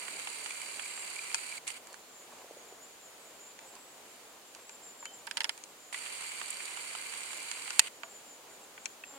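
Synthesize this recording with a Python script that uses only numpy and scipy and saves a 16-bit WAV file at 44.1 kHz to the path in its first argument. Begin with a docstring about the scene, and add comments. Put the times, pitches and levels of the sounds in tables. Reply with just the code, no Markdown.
"""Under the pines a camera zooms out and back in: rough noise pulsed by gear teeth rings the lens barrel.
Gear ticks are short noise bursts; the end stop is a sharp, clipped click of struck modes.
The housing clicks, creaks, pings, rustles and thuds in the hand; a quiet harmonic buzz sets in late.
Small birds whistle thinly, as warbled sine glides with a noisy echo, over woodland air, hiss and whine."""
import sys
import numpy as np
from scipy import signal
from scipy.fft import rfft, irfft, next_fast_len
from scipy.io import wavfile
from scipy.ndimage import uniform_filter1d, map_coordinates

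SR = 44100
rng = np.random.default_rng(int(sys.argv[2]) if len(sys.argv) > 2 else 0)


def int16_out(signal):
    """Quantize to a 16-bit WAV file."""
    q = np.round(np.clip(np.atleast_2d(signal).T, -1, 1) * 32767)
    wavfile.write(sys.argv[1], SR, q.astype(np.int16))


N = 404838
TOP_HZ = 15900  # band limit


def amp(db):
    """Decibels to gain."""
    return 10 ** (np.asarray(db) / 20)


def unit(x):
    """x at rms 1."""
    return x / np.sqrt(np.mean(x ** 2) + 1e-20)


def along(points, hz):
    """(Hz, value) points read on a log frequency axis."""
    f, v = np.transpose(points)
    return np.interp(np.log(hz + 1), np.log(f + 1), v)


def tilt(hz, db_per_octave):
    """Spectral slope in dB, flat below 800 Hz and above 8 kHz."""
    return db_per_octave * np.log2(np.clip(hz, 800, 8000))


def wobble(rate, size=N):
    """A smooth random curve, rate knots a second."""
    knots = rng.standard_normal(int(size * rate / SR) + 4)
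    return map_coordinates(knots, [np.arange(size) * rate / SR])


def filtered(x, response):
    """x through a gain given as a function of frequency."""
    n = x.shape[-1]
    m = next_fast_len(n + 8192)
    return irfft(rfft(x, m) * response(np.fft.rfftfreq(m, 1 / SR)), m)[..., :n]


def noise(spectrum, size=N):
    """Two unrelated coloured noises, rms 1 over the pair."""
    white = rng.standard_normal((2, size))
    return unit(filtered(white, lambda hz: amp(along(spectrum, hz))))


def resonance(hz, centre, width):
    """Gain of one resonance with steep skirts."""
    return (hz * width) ** 2 / ((centre ** 2 - hz ** 2) ** 2 + (hz * width) ** 2)


def add(track, s, sound):
    """Mix a sound into a track at time s."""
    part = track[..., max(round(s * SR), 0):][..., :sound.shape[-1]]
    part += sound[..., :part.shape[-1]]


def no_bass(x, edge_hz=250):
    """High-pass: the small body radiates little low sound."""
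    return signal.lfilter(*signal.butter(2, edge_hz, 'highpass', fs=SR), x)


def barrel(force):
    """The lens barrel carries vibration to each microphone with its own strengths."""
    # Barrel resonances. Each row: centre in Hz, width in Hz, left level in dB, right level in dB.
    barrel_modes = [(1000, 260, -11.5, -5), (1560, 1600, -10.5, -5), (2090, 190, 0, 0),
                    (2352, 290, 4, -2.5), (2810, 740, -3, -4), (3260, 1200, -10.5, -8.5),
                    (3964, 260, -18, -1.5), (4527, 470, -9.5, 1.5), (5670, 930, -13.5, -13),
                    (7060, 1230, -8.5, -2.5), (7660, 790, -6, -2.5), (8590, 990, -30, 1.5),
                    (9360, 900, -32, -0.5), (10600, 700, -18, -28), (11670, 950, -19.5, -14)]
    grid = np.linspace(0, SR / 2, 2048)
    power = 0
    for centre, width, left_db, right_db in barrel_modes:
        power = power + (amp([[left_db], [right_db]]) * resonance(grid, centre, width)) ** 2
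    gains = np.sqrt(power)
    return unit(filtered(force, lambda hz: np.array([np.interp(hz, grid, side) for side in gains])))


def background():
    """Air in the trees, the idling lens drive, microphone hiss and a steady electronic whine."""
    # Air level over time. Each row: time in seconds, relative level in dB.
    air_levels = [(0.0, -59.5), (2.2, -61.5), (2.45, -60.5), (5.09, -61.5), (5.47, -60), (5.88, -62.5),
                  (6.26, -60.5), (9.18, -61)]
    # Air spectrum. Each row: frequency in Hz, density in dB per Hz.
    breeze_spectrum = [(25, -23), (80, -17), (150, -11), (250, -4), (450, 1), (800, 0), (1300, -4.5),
                       (2500, -13), (5000, -20), (10000, -17.5)]
    # Microphone self-noise spectrum. Each row: frequency in Hz, density in dB per Hz.
    hiss_spectrum = [(100, -3.5), (3000, 10.5), (7000, 5.5), (9000, 5.5), (12000, 2), (16000, -1.5)]
    # Left-right likeness of the air. 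Each row: frequency in Hz, correlation from -1 to 1.
    likeness = [(60, 0.82), (180, 0.93), (550, 0.72), (1650, 0.59), (4970, 0.35), (15000, -0.34)]
    t = np.arange(N) / SR

    def mid_side_gains(hz):
        angle = np.arccos(np.clip(along(likeness, hz), -1, 1)) / 2
        return np.array([np.cos(angle), np.sin(angle)])

    mid, side = filtered(noise(breeze_spectrum), mid_side_gains)
    air_db = np.interp(t, *np.transpose(air_levels)) + 4 + 0.88 * wobble(9.2)
    air = unit(np.array([mid + side, mid - side])) * amp(air_db)
    idle = amp(-64.0 + 2.4 * wobble(7.2)) * barrel(rng.standard_normal((2, N)))
    whine_hz = 11719 + 6 * wobble(30)
    whine = amp(-77) * np.sin(2 * np.pi * np.cumsum(whine_hz) / SR)
    return air + idle + amp(-57.5) * noise(hiss_spectrum) + whine


def buzz():
    """A quiet, even buzz: 13 harmonics of a slightly unsteady pitch."""
    # The buzz: start in seconds, pitch in Hz, relative level in dB.
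    buzz_settings = (9.11, 274.5, -62.5)
    # Harmonic levels. Each row: frequency in Hz, level in dB.
    buzz_colour = [(275, 0), (820, -0.5), (1100, -4), (1400, -8), (1900, -8), (3200, -9), (4000, -20)]
    start, pitch_hz, db = buzz_settings
    t = np.arange(N) / SR
    turns = np.cumsum(pitch_hz * (1 + 0.0024 * wobble(30))) / SR
    tone = np.zeros(N)
    for k in range(1, 14):
        tone += amp(along(buzz_colour, k * pitch_hz)) * np.sin(2 * np.pi * (k * turns + rng.random()))
    return amp(db + 3.5) * tone * np.clip((t - start) / 0.03, 0, 1)


def note(length, first_hz, last_hz, depth_hz):
    """A thin sliding whistle with a quick warble and a finer random tremor."""
    warble_hz, tremor_hz, tremor_rate = 36.4, 30, 480  # mean rate; depth; knots a second
    u = np.linspace(0, 1, int(length * SR))
    cycles = warble_hz * rng.normal(1, 0.146) * length * u
    warble = np.sin(2 * np.pi * (cycles + rng.random()))
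    tremor = tremor_hz * wobble(tremor_rate, size=SR)[:len(u)]
    pitch_hz = first_hz + (last_hz - first_hz) * u ** 0.87 + depth_hz * warble + tremor
    swell = np.sqrt(np.abs(np.sin(np.pi * u))) * amp(2.4 * wobble(95, size=SR)[:len(u)])
    return swell * np.sin(2 * np.pi * np.cumsum(pitch_hz) / SR)


def birds(wet_db=-6, t60=0.77):
    """Near notes and fainter answers, echoed by the trunks, over a band of distant calls."""
    # Nearest notes. Each row: start in seconds, length in seconds, first pitch in Hz, last pitch in Hz,
    # warble depth in Hz, level in dB.
    near_notes = [(0.836, 0.23, 7740, 7400, 70, -48.5), (1.878, 0.089, 4560, 4280, 40, -63),
                  (1.97, 0.14, 4220, 4060, 35, -69), (2.125, 0.14, 7320, 7120, 20, -56),
                  (2.31, 0.08, 7600, 7260, 120, -62), (2.39, 0.073, 7150, 7020, 30, -64),
                  (2.47, 0.056, 6750, 6350, 110, -61), (2.568, 0.077, 6950, 6480, 60, -57),
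                  (2.643, 0.12, 7260, 6880, 45, -63), (2.809, 0.05, 6900, 7130, 60, -53),
                  (2.816, 0.09, 7650, 7100, 190, -57), (3.016, 0.1, 7000, 6800, 42, -58),
                  (3.03, 0.056, 7550, 7350, 140, -63), (3.197, 0.065, 8050, 7980, 25, -62),
                  (3.243, 0.07, 7000, 6780, 40, -60), (3.25, 0.15, 7360, 7400, 20, -65),
                  (3.415, 0.12, 7430, 7100, 15, -55), (3.65, 0.12, 7400, 7280, 20, -61.5),
                  (3.653, 0.06, 7700, 8100, 170, -58), (3.798, 0.16, 7900, 7630, 100, -62),
                  (4.01, 0.11, 7650, 7240, 70, -75), (4.285, 0.05, 7750, 7620, 60, -68),
                  (4.29, 0.12, 6950, 6830, 90, -69), (4.665, 0.044, 7950, 7600, 90, -57),
                  (4.694, 0.078, 7500, 7260, 70, -56), (4.817, 0.11, 7620, 7030, 110, -49.5),
                  (4.975, 0.11, 7420, 6950, 104, -50.5), (5.118, 0.096, 7540, 6980, 120, -51.5),
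                  (5.284, 0.091, 7350, 7020, 74, -59), (5.48, 0.11, 7700, 7400, 90, -61),
                  (5.64, 0.11, 7700, 7400, 90, -65), (5.771, 0.15, 7450, 7260, 80, -67),
                  (8.037, 0.034, 7200, 6600, 55, -54), (8.094, 0.037, 7650, 7460, 110, -56),
                  (8.136, 0.066, 7150, 7000, 50, -54.5), (8.251, 0.12, 7480, 6760, 64, -54),
                  (8.606, 0.053, 7900, 7200, 150, -59), (8.8, 0.059, 7460, 7700, 110, -58),
                  (9.048, 0.12, 7480, 7200, 52, -53)]
    gap_s, length_s = 0.11, 0.0926
    start_hz, spread_hz, fall_hz, depth_hz = 7320, 250, 301, 90
    flock_db, scatter_db = -63, 4
    song = np.zeros(N)
    for s, length, first_hz, last_hz, warble_depth_hz, db in near_notes:
        add(song, s, amp(db) * note(length, first_hz, last_hz, warble_depth_hz))
    for k, (late, high, loud) in enumerate(rng.standard_normal(size=(90, 3))):
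        hz = start_hz + spread_hz * high
        answer = note(length_s, hz, hz - fall_hz, depth_hz)
        add(song, gap_s * (k + 0.38 * late), amp(flock_db + scatter_db * loud) * answer)
    t = np.arange(SR // 2) / SR
    tail = rng.standard_normal((2, len(t))) * amp(-60 * t / t60)
    echo = signal.fftconvolve(song[None], tail / np.linalg.norm(tail[0]), axes=1)[:, :N]
    far_spectrum = [(5500, -32), (6500, -9), (7050, -9.5), (7600, -8.5), (8500, -52)]
    far_calls = amp(-64.5 + 1.3 * wobble(12.0)) * noise(far_spectrum)
    return song + amp(wet_db) * echo + far_calls


def rubs():
    """Skin slips on the grip: soft, uneven swells of coloured noise."""
    # Slips. Each row: start in seconds, relative level in dB.
    slips = [(1.86, -54), (2.267, -52), (2.35, -53.5), (2.45, -58), (2.657, -57.5), (3.583, -53),
             (3.71, -52.5), (4.534, -53)]
    spectrum = [(120, -18), (400, 5.0), (950, 8.5), (1500, -3), (2500, -3.5), (6000, -11), (14000, -23)]
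    out = np.zeros(N)
    size = int(0.1 * SR)  # 0.1 s a slip
    for s, db in slips:
        swell = unit(amp(2.5 * wobble(90, size=size)) * np.hanning(size) ** .5)
        add(out, s, amp(db - 6.5) * swell * noise(spectrum, size=size)[0])
    return out


def bumps(t60=0.019):
    """Soft bumps of the hand: dull noise thuds that decay fast."""
    # Bumps. Each row: start in seconds, relative level in dB.
    hand_bumps = [(2.443, -46.5), (2.509, -41), (2.566, -45), (2.724, -46)]
    spectrum = [(100, -40), (330, 5), (600, 18), (1000, -37), (2500, -54)]
    out = np.zeros(N)
    t = np.arange(SR // 12) / SR
    for s, db in hand_bumps:
        thud = noise(spectrum, size=len(t))[0]
        envelope = amp(-60 * t / t60) * (1 - np.exp(-t / 0.0014))
        add(out, s, amp(db - 15.0) * unit(thud * envelope))
    return no_bass(out)


def pings():
    """A slack gear wheel and other loose parts each ring as one decaying sine."""
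    # Loose parts. Each row: start in seconds, pitch in Hz, level in dB, t60 in seconds.
    loose_parts = [(5.059, 3080, -45, 0.26), (5.943, 1970, -28.5, 0.04), (8.034, 1150, -40, 0.036),
                   (8.035, 670, -47.5, 0.16)]
    # Slack wheel. Each row: start in seconds, level in dB.
    wheel_rings = [(0.507, -23.5), (0.617, -27), (0.836, -29), (0.859, -27), (1.164, -25), (1.191, -21.5),
                   (1.303, -25), (1.524, -23.5), (1.578, -28)]
    wheel_hz, wheel_t60_s = 2310, 0.015
    out = np.zeros(N)
    t = np.arange(SR // 4) / SR
    wheel = [(s, wheel_hz * rng.normal(1, 0.03), db, wheel_t60_s) for s, db in wheel_rings]
    for s, hz, db, t60 in wheel + loose_parts:
        envelope = amp(db - 60 * t / t60) * (1 - np.exp(-t / 0.0012))
        add(out, s, envelope * np.sin(2 * np.pi * hz * t))
    return out


def strike(modes, spectrum, crack_db, crack_t60, scatter_db):
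    """One contact of plastic parts: a crack and the modes it rings, rms 1 in each channel."""
    t = np.arange(SR // 12) / SR
    hit = amp(crack_db - 60 * t / crack_t60) * noise(spectrum, size=len(t))
    for hz, left_db, right_db, t60 in modes:
        # channel phases spread apart as the mode rises
        phase = rng.random() + min(hz / 6000, 1) * rng.random((2, 1))
        mode_db = np.array([[left_db], [right_db]]) + scatter_db * rng.standard_normal()
        mode_hz = hz * rng.normal(1, 0.019)
        hit += amp(mode_db - 60 * t / t60) * np.sin(2 * np.pi * (mode_hz * t + phase))
    return np.array([unit(side) for side in hit * (1 - np.exp(-t / 0.0001))])


def click(db, tilt_db, pan_db, lowest_hz, highest_hz, rebound_db):
    """A part grazes, strikes the housing and rebounds twice, within the tap's own band."""
    # Housing modes. Each row: frequency in Hz, left level in dB, right level in dB, t60 in seconds.
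    housing_modes = [(927, -4, -3.5, 0.036), (1180, -9, 0, 0.02), (1442, -16, -5, 0.052),
                     (1790, -8.5, -15, 0.037), (2340, 8.5, -16, 0.038), (2700, 6.5, 1, 0.023),
                     (3160, -4, 11.5, 0.0068), (4030, 5, -10, 0.016), (4260, 7.5, 4.5, 0.017),
                     (4820, -5, 2, 0.017), (5790, 9, -11, 0.0095), (6830, 21.5, 13.5, 0.007),
                     (8540, 5, 2, 0.012), (9570, -7, 21, 0.0077)]
    # Crack spectrum. Each row: frequency in Hz, density in dB per Hz.
    crack_spectrum = [(100, -45), (450, -50), (850, -1), (2500, -2.5), (3600, -4.5), (5200, -27),
                      (6200, -1), (9500, 8), (10500, -44), (12000, -25), (16000, -51)]
    # Housing response. Each row: frequency in Hz, gain in dB.
    housing_colour = [(150, -18), (880, 1.5), (1200, -4), (1700, 3), (2400, -1.5), (3200, -2), (4200, -4.5),
                      (5200, 5.5), (6500, -2), (9500, -11.5), (14000, 1)]
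    # Flight before each landing: shortest in seconds, longest in seconds.
    flight_range_s = (0.0022, 0.007)
    lead = int(0.00123 * SR)  # graze to seating
    ring = strike(housing_modes, crack_spectrum, crack_db=14.5, crack_t60=0.019, scatter_db=-1)
    ring = np.pad(ring, [(0, 0), (0, SR // 25)])
    hit = amp(-20) * ring + np.roll(ring, lead, axis=1)
    for k, landing_s in enumerate(np.cumsum(rng.uniform(*flight_range_s, size=2))):
        hit += amp(rebound_db - 2.5 * k) * np.roll(ring, lead + int(SR * landing_s), axis=1)
    hit = filtered(hit, lambda hz: amp(along(housing_colour, hz) + tilt(hz, tilt_db)))
    band_hz = [lowest_hz, min(highest_hz, TOP_HZ)]
    hit = signal.lfilter(*signal.butter(2, band_hz, 'bandpass', fs=SR), hit)
    peak = np.sqrt(uniform_filter1d(np.mean(hit ** 2, axis=0), size=64).max())  # short-term rms
    return amp(db - 6.0) * hit / peak * amp([[pan_db / 2], [-pan_db / 2]])


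def clicks():
    """Single taps from all over the housing, each with its own band and pan."""
    # Taps. Each row: start in seconds, relative level in dB, brightness in dB per octave,
    # left minus right in dB, lower band edge in Hz, upper band edge in Hz.
    taps = [(1.344, -13.5, -0.5, -2.5, 750, 14000), (1.87, -38, 2, -10, 300, 11000),
            (1.928, -38, 7, -7, 300, 11000), (1.941, -35.5, -3.5, -7, 1200, 11000),
            (3.589, -36, -2.5, -4, 400, 11000), (3.752, -40, 8, -8, 400, 11000),
            (4.548, -35.5, 0, -8, 400, 11000), (4.693, -34.5, -2.5, -1, 400, 11000),
            (5.026, -36, -10.5, -2, 400, 3000), (5.054, -28, -2.5, -5, 1100, 11000),
            (5.576, -37, 2, -9, 400, 11000), (5.637, -32, 3.5, 5, 800, 11000),
            (7.513, -23.5, 1, -11, 1300, 9000), (7.704, -23, -0.5, -3, 900, 10000),
            (8.032, -28.5, -1.5, -8.5, 650, 3500), (8.777, -35, -2, 1, 1300, 2800),
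            (8.856, -20.5, -0.5, 2, 1600, 9400), (9.036, -32, 0, -1, 1690, 2900)]
    out = np.zeros((2, N))
    for s, db, tilt_db, pan_db, lowest_hz, highest_hz in taps:
        add(out, s, click(db, tilt_db, pan_db, lowest_hz, highest_hz, rebound_db=-18.0))
    return out


def creak(snap_t60=0.012, tail_t60=0.044, tail_db=-13, attack_s=0.00073):
    """Each slip snaps a seam, knocks the shell and leaves its dense upper modes ringing briefly."""
    # Slips of one seam. Each row: start in seconds, relative level in dB, brightness in dB per octave.
    seam_slips = [(5.269, -30, 9), (5.273, -25.5, -5.5), (5.311, -21.5, 1), (5.3704, -16.5, 1),
                  (5.3765, -23, 1), (5.405, -16, 0), (5.413, -26, -2), (5.417, -27, 1), (5.434, -36, 8),
                  (5.4433, -15, 1), (5.451, -26.5, -4), (5.493, -16, 0.5)]
    # Snap spectrum. Each row: frequency in Hz, density in dB per Hz.
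    snap_spectrum = [(150, -42), (550, -23), (900, -7), (1200, -13), (1550, 1.5), (2300, 0.5), (3000, 5.5),
                     (3600, -0.5), (4400, 1.5), (5100, 2), (5600, -4), (6300, -9), (9500, -4.5),
                     (11000, -20), (16000, -37)]
    # Shell ringing spectrum. Each row: frequency in Hz, density in dB per Hz.
    tail_spectrum = [(150, -35), (600, -22), (880, -1), (1150, -6), (1500, 6), (2600, 3), (3800, -5),
                     (5200, -1), (6200, -22), (14000, -42)]
    shell_hz, shell_db, shell_t60_s = 923, -18, 0.037  # hollow knock
    pan_db = -5.5  # left minus right
    out = np.zeros((2, N))
    t = np.arange(SR // 12) / SR
    for s, db, tilt_db in seam_slips:
        snap = noise(snap_spectrum, size=len(t)) * amp(-60 * t / snap_t60)
        tail = noise(tail_spectrum, size=len(t)) * amp(tail_db - 60 * t / tail_t60)
        knock_hz = shell_hz * rng.normal(1, 0.02)
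        knock = amp(shell_db - 60 * t / shell_t60_s) * np.sin(2 * np.pi * knock_hz * t)
        contact = filtered(snap + tail + knock, lambda hz: amp(tilt(hz, tilt_db)))
        slip = np.array([unit(side) for side in contact * (1 - np.exp(-t / attack_s))])
        add(out, s, amp(db - 23.5) * slip)
    out = filtered(out, lambda hz: amp(along([(100, -24), (500, 5), (800, 0)], hz)))
    return out * amp([[pan_db / 2], [-pan_db / 2]])


def end_stop():
    """The lens group hits its stop and rebounds, louder on the right; peaks clip as in an overload."""
    # Contacts. Each row: start in seconds, relative level in dB.
    contacts = [(7.7939, -1.5), (7.7952, -7.5), (7.7996, -17)]
    # Stop modes. Each row: frequency in Hz, left level in dB, right level in dB, t60 in seconds.
    stop_modes = [(885, -6, -18, 0.029), (1250, -26, -20, 0.024), (1840, -17, -12, 0.048),
                  (2450, -1, -14, 0.032), (2720, -7, 2, 0.022), (3010, -14, -0.5, 0.026),
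                  (3690, -8, -12, 0.015), (4490, -8, 9, 0.012), (5330, -12, -4, 0.023),
                  (6700, 12, 0, 0.015), (6870, 1, 1, 0.019), (7280, -3, 0, 0.012), (8360, 8, 6, 0.0096),
                  (8650, -1, 5, 0.0084), (9090, -10, 6, 0.012), (11050, -14, -3, 0.0038)]
    # Crack spectrum. Each row: frequency in Hz, density in dB per Hz.
    stop_crack = [(60, -30), (450, -18), (900, -2.5), (1900, -3), (3200, -1), (6000, -0.5), (9000, 3.5),
                  (10200, -9.5), (12000, -10.5), (16000, -22)]
    response = [(40, -14), (150, -6), (400, -8), (800, 0.5), (12000, 0.0), (16000, -1)]
    out = np.zeros((2, N))
    for s, db in contacts:
        contact = strike(stop_modes, stop_crack, crack_db=8, crack_t60=.013, scatter_db=1)
        add(out, s, amp(db - 22.0) * amp([[-2.5], [2.5]]) * contact)
    overloaded = np.clip(out, -.8, .8)
    return filtered(overloaded, lambda hz: amp(along(response, hz)))


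def gear_ticks(t60=0.023, attack_s=0.00049):
    """A tooth catches: a dry noise tick that the greased gear train damps quickly."""
    # Catches. Each row: start in seconds, relative level in dB, brightness in dB per octave.
    catches = [(0.081, -28.5, -4), (0.197, -29, 3), (0.272, -23.5, -2.5), (0.46, -24.5, -1),
               (0.506, -29, 2), (0.616, -28.5, 6), (0.795, -24.5, -3.5), (0.976, -31.5, -7),
               (1.315, -30, -1), (1.677, -20.5, 9), (1.683, -27, 15), (1.703, -27.5, 4.5),
               (5.927, -28.5, -1), (5.944, -23, -1), (6.06, -32, -1.5), (6.222, -29.5, -1),
               (6.414, -24.5, -2), (6.504, -21.5, 37), (6.604, -31.5, -1.5), (6.772, -27.5, -3),
               (6.950, -26.5, -3), (7.137, -27, 0.5), (7.331, -28.5, 1.5), (7.677, -28, -3)]
    # Tick spectrum. Each row: frequency in Hz, density in dB per Hz.
    tick_spectrum = [(150, -34), (500, -22), (850, -2), (1400, 2), (1800, -1), (2400, 5), (3300, 2),
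                     (3800, -5), (5000, -14), (7500, -5), (10000, -9), (13000, -40)]
    pan_db = -7  # left minus right
    out = np.zeros((2, N))
    t = np.arange(SR // 20) / SR
    envelope = amp(-60 * t / t60) * (1 - np.exp(-t / attack_s))
    for s, db, tilt_db in catches:
        grit = filtered(noise(tick_spectrum, size=len(t)), lambda hz: amp(tilt(hz, tilt_db)))
        add(out, s, amp(db - 21.5) * unit(unit(grit) * envelope))
    return no_bass(out) * amp([[pan_db / 2], [-pan_db / 2]])


def gear_force(turns, mesh_depth, shaft_depth, rough_db, snag_db):
    """Rubbing noise that peaks as each of six teeth engages, catches once a turn and snags at random."""
    teeth = np.cos(2 * np.pi * 6 * turns)
    catch = np.exp(4 * (np.cos(2 * np.pi * turns) - 1))
    snags = np.clip(wobble(110), .5, 2.4)
    roughness = amp(rough_db * wobble(900) + snag_db * snags)
    pressure = np.exp(mesh_depth * teeth + shaft_depth * catch) * roughness
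    return pressure * rng.standard_normal((2, N))


def motor(shaft_hz=36):
    """The gear train whirs through the barrel, its slack chatters and the lens guide buzzes."""
    # Motor runs. Each row: start in seconds, stop in seconds.
    run_times = [(0, 1.583), (1.671, 1.72), (1.725, 1.777), (5.928, 7.79), (7.81, 7.88)]
    # The same runs. Each row: whir, gear chatter and lens guide buzz as relative levels in dB,
    # level change over the run in dB.
    run_levels = [(-46, -51, -88, 0), (-46.5, -49.5, -65, -6), (-53.5, -57, -61, 6), (-46, -50.5, -61.5, 0),
                  (-49.5, -52.5, -53.5, 6.5)]
    t = np.arange(N) / SR
    gains = np.zeros((3, N))
    for (start, stop), (*layers_db, change_db) in zip(run_times, run_levels):
        running = np.interp(t, [start - .005, start, stop, stop + .01], [0, 1, 1, 0])
        drift = np.interp(t, [start, stop], amp([-change_db / 2, change_db / 2]))
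        gains += amp(layers_db)[:, None] * running * drift
    turns = np.cumsum(shaft_hz * (1 + 0.01054 * wobble(5.5))) / SR
    whir_force = gear_force(turns, mesh_depth=0.15, shaft_depth=0.4, rough_db=1.7, snag_db=1.5)
    chatter_force = gear_force(turns, mesh_depth=0.22, shaft_depth=0.12, rough_db=1.8, snag_db=2.2)

    def upper(hz):  # crossover at 3400 Hz
        return 1 / (1 + (3400 / (hz + 1)) ** 12)

    whir = unit(filtered(barrel(whir_force), upper))
    chatter = unit(filtered(barrel(chatter_force), lambda hz: 1 - upper(hz)))
    guide_buzz = unit(filtered(whir_force, lambda hz: resonance(hz, 2990, 560)))
    return amp(2.0) * gains[0] * whir + amp(4.0) * gains[1] * chatter + gains[2] * guide_buzz


def scene():
    """The camera's own noises over the wood."""
    surroundings = background() + buzz() + birds()
    handling = rubs() + bumps() + pings() + clicks() + creak()
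    lens_drive = end_stop() + gear_ticks() + motor()
    return surroundings + handling + lens_drive


def record(dry):
    """The camera keeps nothing above its band limit."""
    return filtered(dry, lambda hz: hz < TOP_HZ)


dry = scene()
out = record(dry)
int16_out(out)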